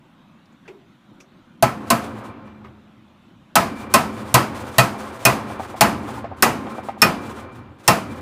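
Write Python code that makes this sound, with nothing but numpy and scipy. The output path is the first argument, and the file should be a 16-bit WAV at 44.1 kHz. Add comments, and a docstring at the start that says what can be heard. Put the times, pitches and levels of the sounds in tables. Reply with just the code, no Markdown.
"""Eleven heavy hammer blows on a steel vise crack, clang and ring close to a microphone in a small workshop.
The vise and hammer head ring as fading sine waves, the clang is noise fading band by band, and the wooden
bench thumps. Loose parts rattle, jingle and knock afterwards, made from tiny impacts, noise and short rings.
The bench frame drones on, hands and tools brush metal, and filtered noise makes a low room hum.
The loudest blows overload the recorder, which flattens their peaks."""
import sys
import numpy as np
from scipy import signal
from scipy.fft import rfft, irfft
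from scipy.io import wavfile
from scipy.ndimage import uniform_filter1d

SR = 44100
rng = np.random.default_rng(int(sys.argv[2]) if len(sys.argv) > 2 else 0)


def pcm_store(signal):
    """Save signal as 16-bit PCM."""
    levels = np.round(np.clip(np.atleast_2d(signal), -1, 1) * 32767)
    wavfile.write(sys.argv[1], SR, levels.astype(np.int16).T)


N = 362061  # length of the scene in samples

# The hammer blows: t/s, strength/dB, then how hard each part answers, relative to the strength:
# bench/dB, vise base/dB, vise body/dB, jaws/dB, screw/dB, hammer head/dB, clamped rod/dB, bite of the clang/dB,
# treble crack/dB, rattle of loose parts/dB, frame sway/dB, panel drone/dB, thump/dB
BLOWS = [(1.625, -2, -8, -8, -19, -29, -19, -20.5, -48, -19.5, -14.5, -39, -41.5, -34, -10),
         (1.903, -1, -7.5, -9.5, -14.5, -32.5, -23.5, -24.5, -34.5, -18.5, -11.5, -38, -40, -32, -6.5),
         (3.555, 2.5, -16.5, -12.5, -17, -15, -21, -34, -38, -16, -12, -40.5, -42.5, -35.5, -9.5),
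         (3.939, 2.5, -17.5, -13.5, -14, -11, -21, -12.5, -38, -16.5, -11, -39, -40.5, -35, -9),
         (4.342, 4, -23, -13, -15.5, -14, -18, -27, -41, -17, -11.5, -40, -44.5, -38, -9),
         (4.783, 2, -24.5, -10.5, -13, -9.5, -13.5, -22, -40, -15.5, -10, -37.5, -45, -39.5, -5.5),
         (5.252, 3.5, -18, -13, -24, -13, -37, -14, -38.5, -16.5, -11, -38.5, -43, -36, -10.5),
         (5.809, 4.5, -17, -10.5, -22, -16, -21, -17, -47.5, -18, -12, -40.5, -41.5, -35.5, -16.5),
         (6.424, 4, -15.5, -29, -24.5, -14, -32, -14.5, -42, -18.5, -11.5, -41.5, -48, -35, -19.5),
         (7.018, 4, -16.5, -26.5, -18, -12.5, -29.5, -4, -38.5, -17, -13.5, -41.5, -44.5, -35.5, -12),
         (7.878, 4, -18.5, -14.5, -22, -14.5, -18, -10, -40, -16.5, -10.5, -43.5, -42, -35, -16.5)]
# Ringing tones (modes) of three parts of the vise: f/Hz, level/dB, time to fade by 60 dB/s
VISE_BASE = [(581, -4, 0.11), (659, 9.5, 0.053), (678.4, -4.5, 0.26), (834, 3, 0.085), (828, -17, 0.18)]
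VISE_BODY = [(1003, 0, 0.15), (1053, 10.5, 0.058), (1242, 2, .13), (1304, -1.5, 0.24), (1520, 6, 0.05),
             (1536, -11, 0.15)]
VISE_JAWS = [(1830, -3, 0.073), (1967, -4, 0.12), (2097, -14.5, 0.13), (2492, -4, 0.12), (2713, -6, 0.11),
             (2960, -3.5, 0.038)]
# How slowly a blow swells, bass later than treble: f/Hz, rise time/s
BLOW_RISE = [(100, 0.012), (700, 0.0086), (2500, 0.0041), (6000, 0.00026)]


def amp(db):
    """Turns decibels into a gain."""
    return 10 ** (np.asarray(db) / 20)


def evened(x):
    """Scales a signal to an average strength (rms) of one."""
    return x / np.sqrt(np.mean(abs(x) ** 2) + 1e-20)


def read(points, hz):
    """Reads a table between its points, with frequency on a log scale as in hearing."""
    f, value = np.transpose(points)
    return np.interp(np.log(hz + 1), np.log(f + 1), value)


def add(mix, s, sound):
    """Mixes a sound in at time s, in seconds."""
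    part = mix[round(s * SR):][:len(sound)]
    part += sound[:len(part)]


def colour(x, spectrum):
    """Filters a signal by a table of levels over frequency, then scales it to an rms of one."""
    hz = np.fft.rfftfreq(len(x), 1 / SR)
    return evened(irfft(rfft(x) * amp(read(spectrum, hz)), len(x)))


def resonant(peaks):
    """Makes steady noise that is strong only around a few narrow resonances (f/Hz, width/Hz, level/dB)."""
    hz = np.fft.rfftfreq(N, 1 / SR)
    power = sum(amp(db) ** 2 / (1 + (2 * (hz - f) / width) ** 2) ** 2 for f, width, db in peaks)
    return evened(irfft(rfft(rng.standard_normal(N)) * np.sqrt(power), N))


def envelope(starts, levels_db, swells, holds, fades):
    """Adds up the power of events that swell (s), hold (s) and fade (dB per s)."""
    power, t = np.zeros(N), np.arange(2 * SR) / SR
    for s, db, swell, hold, fade in np.broadcast(starts, levels_db, swells, holds, fades):
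        fading = amp(db - fade * np.maximum(t - hold, 0))
        add(power, s, ((1 - np.exp(-t / swell)) * fading) ** 2)
    return np.sqrt(power)


def after(column, shape):
    """How strongly one part keeps sounding after the blows; shape is (swell s, hold s, fade dB per s)."""
    rows = np.array(BLOWS)
    return envelope(rows[:, 0], rows[:, 1] + rows[:, column], *shape)


def hum():
    """Room tone: low noise that drifts in level plus airy noise, both mottled in patches of time and pitch."""
    # Spectrum of the low hum: f/Hz, relative level per Hz/dB
    low_spectrum = [(12, -52.5), (20, -20), (54, -22.5), (154, -6), (217, -4), (354, -12.5), (455, -31),
                    (498, -20), (1500, -25), (1950, -40.5), (3300, -120)]
    # Spectrum of the airy hiss: f/Hz, relative level per Hz/dB
    airy_spectrum = [(600, -18), (1000, -3.5), (1500, -8.5), (2100, -8.5), (3700, -10.5), (4700, -22),
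                     (6000, -24), (7000, -25.5), (8500, -29.5), (15000, -33.5)]
    low_db, airy_db, drift_db, patch_db = -52, -62.5, 0.79, 2.2
    a, b, c = rng.standard_normal((N, 3)).T
    drift = evened(uniform_filter1d(uniform_filter1d(c, 4000), 4000))
    low = amp(low_db + drift_db * drift) * colour(a, low_spectrum)
    airy = amp(airy_db) * colour(b, airy_spectrum)
    z = signal.stft(low + airy, nperseg=512)[2]
    # Random gains smoothed over time (axis 0) and frequency (axis 1)
    patches = uniform_filter1d(rng.standard_normal(z.T.shape), size=12, axis=0)
    patches = evened(uniform_filter1d(patches, size=3, axis=1))
    return signal.istft(z * amp(patch_db * patches.T), nperseg=512)[1][:N]


def drone():
    """The bench frame and its panels keep humming in their low resonances."""
    # Resonances of the swaying frame: f/Hz, width/Hz, level/dB
    frame_peaks = [(70, 20, -13), (83, 9.7, 6.5), (112, 42, 6.5)]
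    # Resonances of the panels: f/Hz, width/Hz, level/dB
    panel_peaks = [(211.7, 4, 8), (229, 44, -2.5), (286, 70, -3.5), (381, 58, -8.5)]
    # The frame sways again, as if leaned on: t/s, level/dB, length/s
    lurches = [(2.55, -51, 0.17), (3.325, -51.5, 0.033), (6.1, -44, .12), (7.247, -39, 0.052),
               (7.555, -41.5, 0.13), (8.074, -39, 0.054)]
    s, db, length = np.transpose(lurches)
    sway = after(column=12, shape=(.12, 0.27, 24))
    panel = after(column=13, shape=(0.071, 0.18, 32))
    leaning = envelope(s, db, swells=0.022, holds=length, fades=150.5)
    sway = np.hypot(sway, leaning)
    return sway * resonant(frame_peaks) + panel * resonant(panel_peaks)


def touches():
    """Hands and tools brush metal: a scuff of noise around one pitch over a dull bump that rings longer."""
    # The touches: t/s, level/dB, scuff centre f/Hz, scuff 60 dB fade time/s, rise time/s, bump relative level/dB
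    brushes = [(0.456, -55, 5000, 0.028, .001, -20), (.52, -62, 7000, 0.073, .006, -20),
               (0.652, -48.5, 1590, 0.13, .004, -11), (0.677, -40, 2380, 0.12, 0.0018, 2),
               (1.201, -48, 5900, 0.11, 0.0015, -6), (2.642, -47, 2090, 0.14, 0.0025, -12.5),
               (2.644, -43, 1160, 0.24, .001, -19), (1.203, -47, 2500, 0.068, 0.00091, -15)]
    out, t = np.zeros(N), np.arange(12000) / SR
    for s, db, hz, t60, rise, bump_db in brushes:
        a, b = rng.standard_normal((len(t), 2)).T
        scuff = colour(a, [(hz / 6, -14), (hz / 1.3, -11), (hz, 0), (hz * 1.25, -12),
                           (hz * 1.7, -20), (hz * 3, -26), (hz * 5, -45)])
        bump = colour(b, [(200, -38), (390, 7), (480, -10.5), (1200, -16.0), (3000, -48)])
        sound = scuff * amp(-60 * t / t60) + bump * amp(bump_db - 60 * t / 0.41)
        add(out, s, amp(db) * (1 - np.exp(-t / rise)) * sound)
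    return out


def shake():
    """Loose parts make dense tiny impacts, smeared by the room; they also keep the vise's modes alive."""
    # Spectrum of the rattle: f/Hz, relative level per Hz/dB
    rattle_spectrum = [(210, -21), (350, 1.5), (437, -5), (517, 4), (638, -5.5), (824, -1.5), (1240, -2.5),
                       (1780, -11), (2320, -15.5), (5000, -32.5), (6500, -53.5), (11000, -120)]
    # Spectrum of the jingling small metal: f/Hz, relative level per Hz/dB
    jingle_spectrum = [(2060, -6), (3500, -6), (4970, -11), (9090, -12), (13700, -21), (15600, -17.5),
                       (16000, -45.5)]
    # Short bursts of jingling: t/s, level/dB, length/s
    jingles = [(1.792, -77, 0.019), (1.864, -47, 0.022), (2.013, -44, 0.034), (2.161, -53, 0.03),
               (2.233, -51, 0.033), (2.445, -65.5, 0.021), (3.751, -48, 0.023), (3.775, -45.5, 0.046),
               (3.897, -46.5, 0.036), (4.1194, -45.5, 0.043), (4.16, -47.5, 0.06), (4.244, -46.5, 0.079),
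               (4.542, -42, 0.037), (4.59, -42, 0.024), (4.642, -45.5, 0.049), (4.71, -45, 0.071),
               (4.973, -43, 0.048), (5.035, -46.5, 0.055), (5.118, -47, 0.051), (5.185, -44.5, 0.074),
               (5.468, -47, 0.069), (5.587, -45, 0.057), (5.673, -46, 0.035), (5.757, -42.5, 0.023),
               (6.02, -51, 0.034), (6.065, -44, 0.045), (6.128, -46, 0.057), (6.362, -54.5, 0.09),
               (6.582, -63, 0.027), (6.685, -47.5, 0.03), (6.74, -50, 0.04), (6.826, -50, 0.061),
               (6.976, -50.5, 0.05), (7.215, -49, 0.024), (7.245, -45.5, 0.026), (7.283, -45, 0.03),
               (7.341, -46, 0.024), (7.378, -49, 0.03), (7.513, -58, 0.022), (7.544, -52.5, 0.019),
               (7.782, -54.5, 0.023), (7.8311, -48, 0.04), (8.096, -48, 0.026), (8.15, -50.5, 0.03)]
    s, db, length = np.transpose(jingles)
    bursts = envelope(s, db, swells=0.01, holds=length, fades=345)
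    jolt_db, bed_db = 3, -17.5  # each burst also stirs the rattle; a faint jingle lies under the bursts
    rattle = np.hypot(after(column=11, shape=(.06, 0.3, 33.3)), amp(jolt_db) * bursts)
    jingle = np.hypot(amp(bed_db) * after(column=11, shape=(.06, .25, 150)), bursts)

    impacts_per_s, smear_s = 150, 0.012
    strengths = amp(1.1 * np.minimum(rng.exponential(1, N), 3))
    impacts = strengths * (rng.random(N) < impacts_per_s / SR)
    smeared_power = signal.lfilter([1], [1, -np.exp(-1 / (smear_s * SR))], impacts ** 2)
    lumps = evened(np.sqrt(smeared_power) + 2.4)  # the added constant keeps some noise between impacts
    a, b = rng.standard_normal((N, 2)).T * lumps
    vise_peaks = [(hz, 16, db + read(rattle_spectrum, hz)) for hz, db, _ in VISE_BASE + VISE_BODY + VISE_JAWS]
    vise = lumps * resonant(vise_peaks)
    return rattle * (colour(a, rattle_spectrum) + amp(-9.0) * vise) + jingle * colour(b, jingle_spectrum)


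def knocks():
    """Loose parts knock: a short hollow ring of several sines with a tick of noise on top."""
    # The knocks: t/s, level/dB, pitch f/Hz, relative treble level before a fixed trim/dB
    hits = [(2.474, -38.5, 1110, -10.5), (4.167, -35, 510, -5), (4.545, -43, 762, 4),
            (4.666, -33, 397, -13), (4.945, -26, 800, -33), (5.501, -22.5, 707, -34),
            (5.596, -16.5, 767, -28), (5.65, -30, 830, -9), (5.742, -23.5, 750, -25),
            (6.082, -23.5, 803, -39), (6.123, -31.5, 380, -26), (6.174, -26, 894, -30),
            (6.243, -19.5, 680, -19), (6.315, -24, 764, -42), (6.667, -26, 798, -11),
            (6.782, -20, 750, -22), (6.886, -15.5, 790, -18.5), (6.968, -31.5, 770, -31),
            (7.23, -41, 510, -17), (7.295, -38.5, 1050, -10), (7.387, -38, 1015, -2), (7.802, -51, 1025, 2)]
    # Tones of a knock: multiple of its pitch, level/dB, time to fade by 60 dB/s
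    knock_modes = [(1.0001, 2, 0.067), (.76, -4, 0.046), (.88, 6.5, 0.03), (1.14, 1.5, 0.037),
                   (1.58, -7.5, 0.055), (2.0001, -18, 0.055)]
    treble_trim_db = -3.5
    out, t = np.zeros(N), np.arange(6000) / SR
    for s, db, hz, treble_db in hits:
        body = sum(amp(d - 60 * t / t60) * np.sin(2 * np.pi * k * hz * t) for k, d, t60 in knock_modes)
        body = body * (1 - np.exp(-t / 0.0029))
        tick = colour(rng.standard_normal(len(t)), [(900, 0.5), (2000, 5.5), (8000, -26), (14000, -60)])
        tick = tick * amp(treble_db + treble_trim_db - 60 * t / 0.17)
        add(out, s, amp(db) * (body + tick))
    return out


def ring(modes, t, spread_db, detune, rough):
    """Dying sines; each blow lands elsewhere, so levels and pitches scatter, and loose joints add flutter."""
    hz, db, t60 = np.transpose(modes)[:, :, None]
    level, pitch, phase = rng.standard_normal((len(modes), 3)).T[:, :, None]
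    # Complex random points, 70 per second, vary both strength and phase
    knots = rng.standard_normal((len(modes), 200, 2)) @ [1, 1j]
    flutter = 1 + rough * np.array([np.interp(t * 70, np.arange(200), k) for k in knots])
    swell = 1 - np.exp(-t / read(BLOW_RISE, hz))
    tone = (flutter * np.exp(2j * np.pi * hz * (1 + detune * pitch) * t + 2j * phase)).imag
    fade = amp(db + spread_db * level - 60 * t / t60)
    return (fade * swell * tone).sum(0)


def clang(t, bite_db, treble_db):
    """Dense modes as noise in octave bands: each rises at its own speed, drops fast, then dies with the room."""
    # Spectra of the full clang, its bite and its sizzling treble: f/Hz, relative level per Hz/dB
    full_spectrum = [(15, -55.5), (25, -44.5), (70, -15.5), (120, -11), (190, -5), (450, -8), (680, -6),
                     (1040, -2), (1650, -9), (2480, -11.5), (3300, -20.5), (4000, -90.5)]
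    bite_spectrum = [(1500, -48), (2300, -10.5), (3000, -4.5), (4000, -5), (5200, -3), (6500, -21.5),
                     (8000, -71.5)]
    sizzle_spectrum = [(3500, -64), (5000, -14.5), (6000, 0), (9000, -0.5), (12000, -1), (15000, 0),
                       (16000, -18)]
    # Fading of the direct clang: f/Hz, time to fade by 60 dB/s
    direct_decay = [(100, 0.067), (600, 0.072), (2000, 0.064), (5000, 0.096), (14000, 0.052)]
    # Fading of the room's echo: f/Hz, time to fade by 60 dB/s
    room_decay = [(100, 0.6), (600, 0.38), (2000, 0.34), (5000, 0.36), (14000, 0.25)]
    # Share of the room's echo in a blow: f/Hz, level/dB
    room_share = [(100, -6), (1000, -9), (4000, -11.5), (14000, -18)]
    a, b, c = rng.standard_normal((len(t), 3)).T
    full = amp(-5.0) * colour(a, full_spectrum)
    bite = amp(bite_db) * colour(b, bite_spectrum)
    sizzle = amp(treble_db) * colour(c, sizzle_spectrum)
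    noise = rfft(full + bite + sizzle)
    hz, out = np.fft.rfftfreq(len(t), 1 / SR), 0
    for k in np.arange(5, 15):
        mid_hz = 2. ** k
        share = np.cos(np.pi / 2 * np.clip(np.log2(hz + 1) - k, -1, 1)) ** 2  # overlapping bands
        direct = amp(-60 * t / read(direct_decay, mid_hz))
        room = amp(read(room_share, mid_hz) - 60 * t / read(room_decay, mid_hz))
        swell = 1 - np.exp(-t / read(BLOW_RISE, mid_hz))
        out = out + irfft(noise * share, len(t)) * swell * np.hypot(direct, room)
    return out


def blows():
    """Each blow starts with the crack of steel on steel, along with the swelling clang and ringing parts."""
    # Spectrum of the first steel-on-steel contact: f/Hz, relative level per Hz/dB
    crack_spectrum = [(1500, -20.5), (3500, 0), (8000, -2), (15000, -6.5)]
    # Modes of the bench, screw, hammer head and clamped rod: f/Hz, level/dB, time to fade by 60 dB/s
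    bench = [(84.5, -25.5, 0.23), (229.7, -7.5, 0.27), (284.6, -9.5, 0.14), (382.5, -0.5, 0.079),
             (529, -26.5, 0.067)]
    screw = [(3920, -6, .08), (4400, -4, .05), (4474, -6, .12), (4620, -8, .06)]
    hammer = [(5330, 0, .045), (5385, -15, .13), (7550, -20, .08), (9900, -10, .04), (12150, -17, .1)]
    rod = [(2280, -17, 0.72), (2360, -4.5, 1.4)]
    # A large thin panel near the bench rings longest: f/Hz, level/dB, time to fade by 60 dB/s
    panel = [(212.4, -31.5, 4.1), (710, -27, 1.3)]
    # The bench top bounces on its legs: f/Hz, level/dB, time to fade by 60 dB/s
    thump = [(124.4, -2.5, 0.15), (128, 0, 0.12)]
    out, t = np.zeros(N), np.arange(72000) / SR
    short = t[:30000]
    rod_swell = 1 - np.exp(-(t / 0.26) ** 2)  # the long rod takes up the blow slowly
    parts = (bench, VISE_BASE, VISE_BODY, VISE_JAWS, screw, hammer)
    for s, db, bench_db, *parts_db, rod_db, bite_db, crack_db, _, _, _, thump_db in BLOWS:
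        crack = colour(rng.standard_normal(2000), crack_spectrum) * amp(-60 * t[:2000] / 0.014)
        add(out, s, amp(db + crack_db + 3.0) * crack)

        sound = clang(short, bite_db, crack_db)
        for modes, part_db in zip(parts, (bench_db, *parts_db)):
            sound += amp(part_db) * ring(modes, short, spread_db=3.0, detune=0.0032, rough=0.6)
        sound += amp(thump_db) * ring(thump, short, spread_db=1.0, detune=.01, rough=0.1583)
        add(out, s, amp(db) * sound)

        rod_ring = rod_swell * ring(rod, t, spread_db=1.5, detune=.002, rough=1.1)
        add(out, s, amp(db + rod_db) * rod_ring)
        panel_ring = ring(panel, t, spread_db=1.5, detune=.004, rough=0.16)
        add(out, s, amp(db + bench_db) * panel_ring)  # the panel follows the bench's level
    return out


def scene():
    """Adds all sources in one channel."""
    return (hum() + drone() + touches() + shake() + knocks() + blows())[None]


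def record(dry):
    """The recorder's input flattens the highest peaks; then a filter removes the top of the treble."""
    ceiling, knee, edge_hz = .68, 6.0, 15500  # a higher knee bends more sharply
    held = dry / (1 + abs(dry / ceiling) ** knee) ** (1 / knee)
    low_pass = signal.firwin(255, edge_hz, window=("kaiser", 9), fs=SR)
    return signal.oaconvolve(held, low_pass[None], "same")


dry = scene()
out = record(dry)
pcm_store(out)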